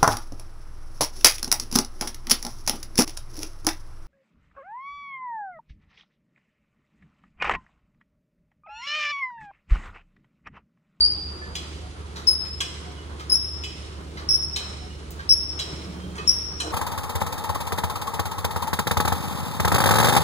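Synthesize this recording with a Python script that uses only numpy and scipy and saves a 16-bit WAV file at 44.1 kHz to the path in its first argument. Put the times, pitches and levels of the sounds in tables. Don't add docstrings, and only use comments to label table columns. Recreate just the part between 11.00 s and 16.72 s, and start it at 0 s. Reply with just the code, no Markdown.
import sys
import numpy as np
from scipy import signal
from scipy.fft import rfft, irfft
from scipy.io import wavfile

SR = 44100
rng = np.random.default_rng(int(sys.argv[2]) if len(sys.argv) > 2 else 0)


def store_pcm(level_fs):
    pcm = np.round(np.clip(level_fs, -1, 1) * 32767).astype(np.int16)
    wavfile.write(sys.argv[1], SR, np.atleast_2d(pcm).T)


def gain_from_decibels(decibels):
    exponent = np.asarray(decibels, float) / 20
    return 10 ** exponent


N = 252252

# start_s, peak_db, high_db (above 5 kHz), low_db (below 2 kHz), favoured_hz
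CLANKS = [
    (0.5531, -24, 0.5, -34, 3240),
    (1.6062, -17, -1.5, -16.5, 3340),
    (2.6381, -23.5, -5, -30, 3120),
    (3.5613, -20, -1.5, -25, 3980),
    (4.5928, -22.5, 0, -22.5, 4200),
    (5.1811, -28.5, -11, -2.5, 3450),
    (5.602, -20, 2, -11, 3470),
]


def at_hz(points, hz):
    points_hz, values = np.transpose(points)
    return np.interp(np.log(hz + 1), np.log(points_hz), values)


def rms_one(x):
    return x / np.sqrt(np.mean(x ** 2) + 1e-20)


def drift(rate_hz):
    r = np.exp(-2 * np.pi * rate_hz / SR)
    wander = signal.lfilter([1], [1, -2 * r, r * r], rng.standard_normal(N + SR))
    return rms_one(wander[SR:])


def band_pass(x, low_hz, high_hz):
    return signal.sosfilt(signal.butter(2, [low_hz, high_hz], "band", fs=SR, output="sos"), x)


def diffuse(spectrum):
    # freq_hz, likeness (0 to 1)
    likeness = [(60, 0.96), (150, 0.92), (380, 0.88), (950, 0.12), (2400, 0.45), (6000, 0.13),
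                (11000, 0.13), (14000, 0.81)]
    hz = np.fft.rfftfreq(N, 1 / SR)
    mid, side = rfft(rng.standard_normal((2, N))) * gain_from_decibels(at_hz(spectrum, hz))
    alike = np.clip(at_hz(likeness, hz), 0, 1)
    both = np.sqrt(1 + alike) * mid
    apart = np.sqrt(1 - alike) * side * [[1], [-1]]
    return rms_one(irfft(both + apart, N))


def fan():
    # freq_hz, level_db (per Hz)
    air_colour = [(15, -34), (25, -51.5), (52, -2.5), (85, -3.5), (124, -7), (259, -20), (389, -11.5),
                  (651, -28), (1180, -27), (5270, -44.5), (6550, -65), (10100, -37.5), (13300, -66),
                  (15200, -72), (16500, -87.5)]
    hum_hz, hum_db, air_db = 74.3, -39, -43.5
    phase = 2 * np.pi * np.cumsum(hum_hz + 0.51 * drift(1.72)) / SR
    hum = gain_from_decibels(hum_db + 2.5 + 0.47 * drift(21)) * np.sin(phase)
    return hum + gain_from_decibels(air_db + 0.83 * drift(12)) * diffuse(air_colour)


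def rustle():
    # freq_hz, level_db (per Hz)
    hiss_colour = [(1180, -22.5), (2000, 4), (2380, 3.5), (4050, 4), (4940, 1), (9250, -6.5), (12000, -26),
                   (13200, -37), (14500, -22), (16000, -29)]
    # time_s, load_db
    load = [(0, -0.4), (3.5, 1.2), (4.5, 2), (4.9, 7), (5.4, 1.5), (5.72, 0)]
    rumble_colour = [(500, -5.0), (800, -5.0), (1250, -3.0), (1800, -10.0), (2600, -30.0), (5000, -58.0)]
    drone_colour = [(90, -45.5), (150, 9.0), (250, -3.5), (310, 3.5), (450, -3.5), (700, -12), (1000, -38.0)]
    hiss_db, rumble_db, drone_db = -56.5, -52, -48
    hiss_run_db, rumble_run_db, drone_run_db = 5, 1, 1
    hiss_follows, rumble_follows = 0.29, 0.19
    run_delay_s, run_s = 0.15, 0.12

    t = np.arange(N) / SR
    load_db = np.interp(t, *np.transpose(load))
    speed = sum(np.exp(-((t - s - run_delay_s) / run_s) ** 2) for s, *_ in CLANKS)
    rumble = diffuse(rumble_colour)
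    drone = diffuse(drone_colour)
    hiss_level = hiss_db + hiss_run_db * speed + hiss_follows * load_db + 4.5 + drift(31)
    hiss = gain_from_decibels(hiss_level) * diffuse(hiss_colour)
    rumble_level = rumble_db + rumble_run_db * speed + rumble_follows * load_db + 3.5 + 2.4 * drift(6.3)
    drone_level = drone_db + drone_run_db * speed + load_db + 1.35 * drift(3.7)
    return hiss + gain_from_decibels(rumble_level) * rumble + gain_from_decibels(drone_level) * drone


def squeals():
    # start_s, length_s, pitch_hz, glide_hz_per_s, level_db
    lifts = [
        [(.003, .032, 4677, -1000, -17.5), (.036, .03, 4756, 4501, -19.5), (.07, 0.066, 4860, 505.5, -29)],
        [(1.268, .029, 5288, -3000, -17), (1.302, 0.015, 5160, 504, -21.5), (1.326, 0.012, 5183, 3000, -22.5)],
        [(2.294, 0.015, 5150, -1500, -24.5), (2.316, 0.015, 5167, -500, -15), (2.336, 0.021, 5250, 9002, -20.5)],
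        [(3.286, 0.0356, 5353, -300, -18.5), (3.331, 0.02, 5332, 1500, -17.5), (3.336, 0.012, 5530, 99, -23),
         (3.422, 0.019, 5357, 101, -28)],
        [(4.290, 0.04, 5382, -3000, -15.5), (4.320, 0.017, 5488, 1005, -18)],
        [(5.272, 0.022, 5474, -9000, -17), (5.290, 0.0056, 5560, 9000, -15), (5.31, 0.018, 5600, -1000, -30)],
    ]
    # offset_hz, neighbour_db, octave_db, twelfth_db
    strands = [
        (-96, -4.5, -28.5, -44.5),
        (-300, -16.5, -17, -34),
        (109.5, -12.5, -16, -29),
        (158, -12.5, -20, -49),
        (122, -30, -18.5, -48.5),
        (187, -9.5, -18, -47),
    ]
    grip_s, let_go_s, sag_db_per_s = .005, 0.003, -50
    out, t = np.zeros(N), np.arange(N) / SR
    unsteady = 1 + .0025 * drift(150)
    flutter_db = 1.5 * drift(110)
    grit = 0.02 * rms_one(band_pass(rng.standard_normal(N), 200, 900))
    for slips, (offset_hz, neighbour_db, octave_db, twelfth_db) in zip(lifts, strands):
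        first_s = slips[0][0]
        for s, length, hz, glide, level_db in slips:
            now = (t > s) & (t < s + length + 4 * let_go_s)
            age = t[now] - s
            phase = 2 * np.pi * np.cumsum((hz + glide * age) * unsteady[now]) / SR
            tone = np.sin(phase)
            tone += gain_from_decibels(octave_db) * (1 + 2.67 * grit[now]) * np.sin(2 * phase)
            tone += gain_from_decibels(twelfth_db) * np.sin(3 * phase)
            tone += gain_from_decibels(neighbour_db) * np.sin(phase + 2 * np.pi * offset_hz * t[now])
            tone *= 1 + grit[now] * (1 + 1.7 * np.exp(-(t[now] - first_s) / 0.01))
            attack = np.minimum(age / grip_s, 1) ** 2
            release = np.exp(-(np.maximum(age - length, 0) / let_go_s) ** 2)
            out[now] += gain_from_decibels(level_db + 5.0 + sag_db_per_s * age + flutter_db[now]) * attack * release * tone
    return out


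def bumps():
    # start_s, pitch_hz, peak_db, rise_s,
    # t60_s
    pushes = [(.12, 808, -48.5, 0.055, .5), (0.408, 1743, -35.5, 0.015, 0.3), (.8, 733, -49, 0.024, 0.92),
              (1.85, 720, -43, 0.0084, 0.42), (1.959, 2950, -50, 0.041, .3), (1.16, 1320, -43, .012, 0.18),
              (2.197, 1260, -38, 0.011, 0.18), (5.179, 1210, -37, .012, 0.24),
              (3.17, 2050, -40, 0.0076, 0.083), (3.618, 197.4, -46, .05, 0.68),
              (3.8, 735, -46, 0.047, 0.32), (3.85, 2890, -51, 0.082, 0.41), (4.19, 1590, -32, 0.0073, .15),
              (4.729, 153.5, -35, 0.009, 0.16), (4.781, 184.3, -38.5, 0.097, .8),
              (4.949, 181.6, -34.5, 0.14, .7), (4.941, 3180, -52, 0.1, 1),
              (5.185, 420, -33.5, 0.013, 0.044), (5.64, 311.3, -36, .02, 0.47),
              (5.63, 461, -37.5, 0.033, 0.6), (5.63, 692, -36.5, 0.013, 0.24)]
    out = np.zeros(N)
    for s, hz, peak_db, rise, t60 in pushes:
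        t = np.maximum(np.arange(N) / SR - s, 0)
        swell = np.minimum(t / rise, 1) * gain_from_decibels(-60 * np.maximum(t - rise, 0) / t60)
        out += gain_from_decibels(peak_db) * swell * np.sin(2 * np.pi * hz * t)
    return out * gain_from_decibels(3.4 * drift(45))


def ring(clicks, hz, t60):
    r, w = gain_from_decibels(-60 / (t60 * SR)), 2 * np.pi * hz / SR
    return signal.lfilter([0, np.sin(w)], [1, -2 * r * np.cos(w), r * r], clicks + 1e-18)


def contacts(events, chatter_s, ring_db, crack_db, top_db, density, damping):
    # pitch_hz, level_db, t60_s
    plates = [(1237, 5, 0.6), (1630, -12, 0.11), (1814, -1.5, 0.085), (2550, -14, 0.3), (2523, -5.5, 0.31),
              (3010, -8, 0.61), (3120, -19, 0.14), (3200, -6, 0.45), (3373, 6.5, 0.018), (3944, -1, 0.057),
              (4010, 8, 0.036), (4070, -1.5, 0.067), (4690, 7.5, 0.069), (4935, 6, 0.45), (5500, -2, 0.23),
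              (5660, -0.5, 0.16), (5540, -27.5, 0.045), (6000, -1.5, 0.089), (6583, -23, 0.45),
              (6570, -22, 0.14), (7900, 7, 0.24), (7800, -11, 0.062), (8840, -5, 0.2), (9100, -21.5, 0.13)]
    dull_hz = 10300
    out, span = np.zeros(N + SR), SR
    t = np.arange(span) / SR
    for s, peak_db, high_db, low_db, favoured_hz in events:
        force = np.exp(-t / max(chatter_s, .001)) + .2 * np.exp(-t / .05)
        force *= 1 - np.exp(-t / min(chatter_s, .0025))
        clicks = rng.standard_normal(span) * (rng.random(span) < density) * force
        clicks /= np.sqrt(np.sum(clicks ** 2))

        colour = [(1500, low_db), (2300, -4), (favoured_hz, 2), (1.14 * favoured_hz, -7),
                  (5200, -9), (7000, high_db - 8)]
        luck_db, shift = rng.standard_normal((2, len(plates))) * [[4.5], [.012]]
        body = np.zeros(span)
        for (hz, db, t60), luck, e in zip(plates, luck_db, shift):
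            mode_t60 = min(t60, .2) * damping * min(1, 3500 / hz) ** 2
            body += gain_from_decibels(db + at_hz(colour, hz) + luck) * ring(clicks, hz * (1 + e), mode_t60)

        low = band_pass(clicks, 900, 2400)
        middle = band_pass(clicks, 0.66 * favoured_hz, 1.25 * favoured_hz)
        high = band_pass(clicks, 4400, 9000)
        top = band_pass(clicks, 11000, 16000) * np.exp(-t / 0.0044)
        crack = gain_from_decibels(low_db + 13) * low + middle + gain_from_decibels(high_db + 3) * high
        crack = signal.sosfilt(signal.butter(6, dull_hz, fs=SR, output="sos"), crack)
        crack += gain_from_decibels(high_db + top_db) * top
        i = round(s * SR) - 110
        out[i:i + span] += gain_from_decibels(peak_db) * (gain_from_decibels(ring_db) * body + gain_from_decibels(crack_db) * crack)
    return out[:N]


def thud():
    # freq_hz, level_db (per Hz)
    thud_colour = [(180, -27), (300, 5), (600, 6), (1000, 2), (1500, 4), (2400, -29.5)]
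    start_s, rise_s, level_db = 5.6, .05, -38.5
    swell = np.clip((np.arange(N) / SR - start_s) / rise_s, 0, 1)
    return gain_from_decibels(level_db + 2.5 * drift(40)) * swell * diffuse(thud_colour)


def lean(x, tilt):
    gain = gain_from_decibels(at_hz(tilt, np.fft.rfftfreq(N, 1 / SR)) / 2)
    return irfft(rfft(x) * [gain, 1 / gain], N)


def hall(x, early_db, late_db):
    # freq_hz, t60_s
    decay = [(150, 2), (1000, 2.9), (3000, 1.026), (5300, 1.063), (10500, 0.67), (16000, 0.69)]
    # freq_hz, left_minus_right_db
    shadow = [(1500, 0), (3000, -1.5), (5200, 4), (7500, -1.5), (10500, -5), (15000, 0)]
    t = np.arange(int(1.5 * SR)) / SR
    white, tail = rng.standard_normal((2, len(t))), 0
    edges = 100 * 2 ** np.arange(0, 7.6, .5)
    for low, high in zip(edges, edges[1:]):
        tail = tail + band_pass(white, low, high) * gain_from_decibels(-60 * t / at_hz(decay, np.sqrt(low * high)))
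    tail *= (1 - np.exp(-(t / 0.0073) ** 2)) / np.sqrt(SR)
    tail = signal.sosfilt(signal.butter(4, 11800, fs=SR, output="sos"), tail)
    echoes = rng.standard_normal((2, len(t))) * (rng.random((2, len(t))) < 400 / SR)
    early = echoes * np.exp(-t / 0.019) * (t > .004)
    room = gain_from_decibels(late_db) * tail + gain_from_decibels(early_db) * early
    return lean(x, shadow) + signal.fftconvolve(x[None], room, axes=1)[:, :N]


def scene():
    # start_s, peak_db, high_db (above 5 kHz), low_db (below 2 kHz), favoured_hz
    ticks = [
        (1.1603, -32, -5.5, -5.5, 4100),
        (1.4481, -36, -10, -5.5, 4400),
        (2.196, -33, -8, -5, 3800),
        (3.1713, -31, -17, -6.5, 4050),
        (4.1925, -35, -27, -5, 3670),
        (5.1542, -38, 4, 0, 3220),
    ]
    # start_s, peak_db, high_db, low_db, favoured_hz
    clip = [
        (4.108, -50.5, 12.6, -14, 4430),
    ]
    clanks = contacts(CLANKS, chatter_s=0.0076, ring_db=-9, crack_db=19.0, top_db=-19.5,
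                      density=0.12, damping=0.69)
    scuffs = contacts(ticks, chatter_s=0.028, ring_db=-8, crack_db=21.5, top_db=-14.5,
                      density=0.14, damping=0.078)
    snap = contacts(clip, chatter_s=.002, ring_db=-25, crack_db=22, top_db=11.5,
                    density=0.14, damping=0.17)
    machine = hall(squeals() + clanks + scuffs + snap, early_db=-5.0, late_db=13.5)
    return machine + bumps() + rustle() + fan() + thud()


def masking(x, under_db, slope_db):
    # freq_hz, level_db
    hearing = [(3000, -100), (11000, -106), (12000, -83), (13200, -77), (14200, -88), (15500, -91),
               (16500, -68)]
    hz, _, spectrum = signal.stft(x, SR, nperseg=2048, noverlap=1024)
    bands = spectrum[:, :1024].reshape(2, 64, 16, -1)
    centres = hz[8:1024:16, None]
    level_db = 10 * np.log10(np.sum(np.abs(bands) ** 2, axis=2) + 1e-20)
    slope = slope_db * centres / 1000
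    loudest = level_db.max(axis=0)
    settled = np.minimum(loudest, np.roll(loudest, 1, axis=1))
    maskers = np.where(centres > 3500, settled, -200)
    hidden_db = np.maximum.accumulate(maskers + slope, axis=0) - slope - under_db
    faint_db = at_hz(hearing, centres) + 2.0 * rng.standard_normal(hidden_db.shape)
    kept = loudest > np.maximum(hidden_db, faint_db)
    spectrum[:, :1024] = (bands * kept[:, None]).reshape(2, 1024, -1)
    return signal.istft(spectrum, SR, nperseg=2048, noverlap=1024)[1][:, :N]


def band_limit(x):
    return signal.sosfilt(signal.butter(12, 17020, fs=SR, output="sos"), x)


def record(dry):
    # freq_hz, left_minus_right_db
    tilt = [(60, -2.2), (200, -3), (700, .8), (2500, -3.5), (4300, -2), (5200, 2.5), (7500, -2.5),
            (10500, -6), (15000, -1)]
    right_lag = 14
    left, right = lean(dry, tilt)
    pair = np.array([left, np.roll(right, right_lag)])
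    mix = masking(pair, under_db=17.5, slope_db=9.5)
    return band_limit(mix)


dry = scene()
out = record(dry)
store_pcm(out)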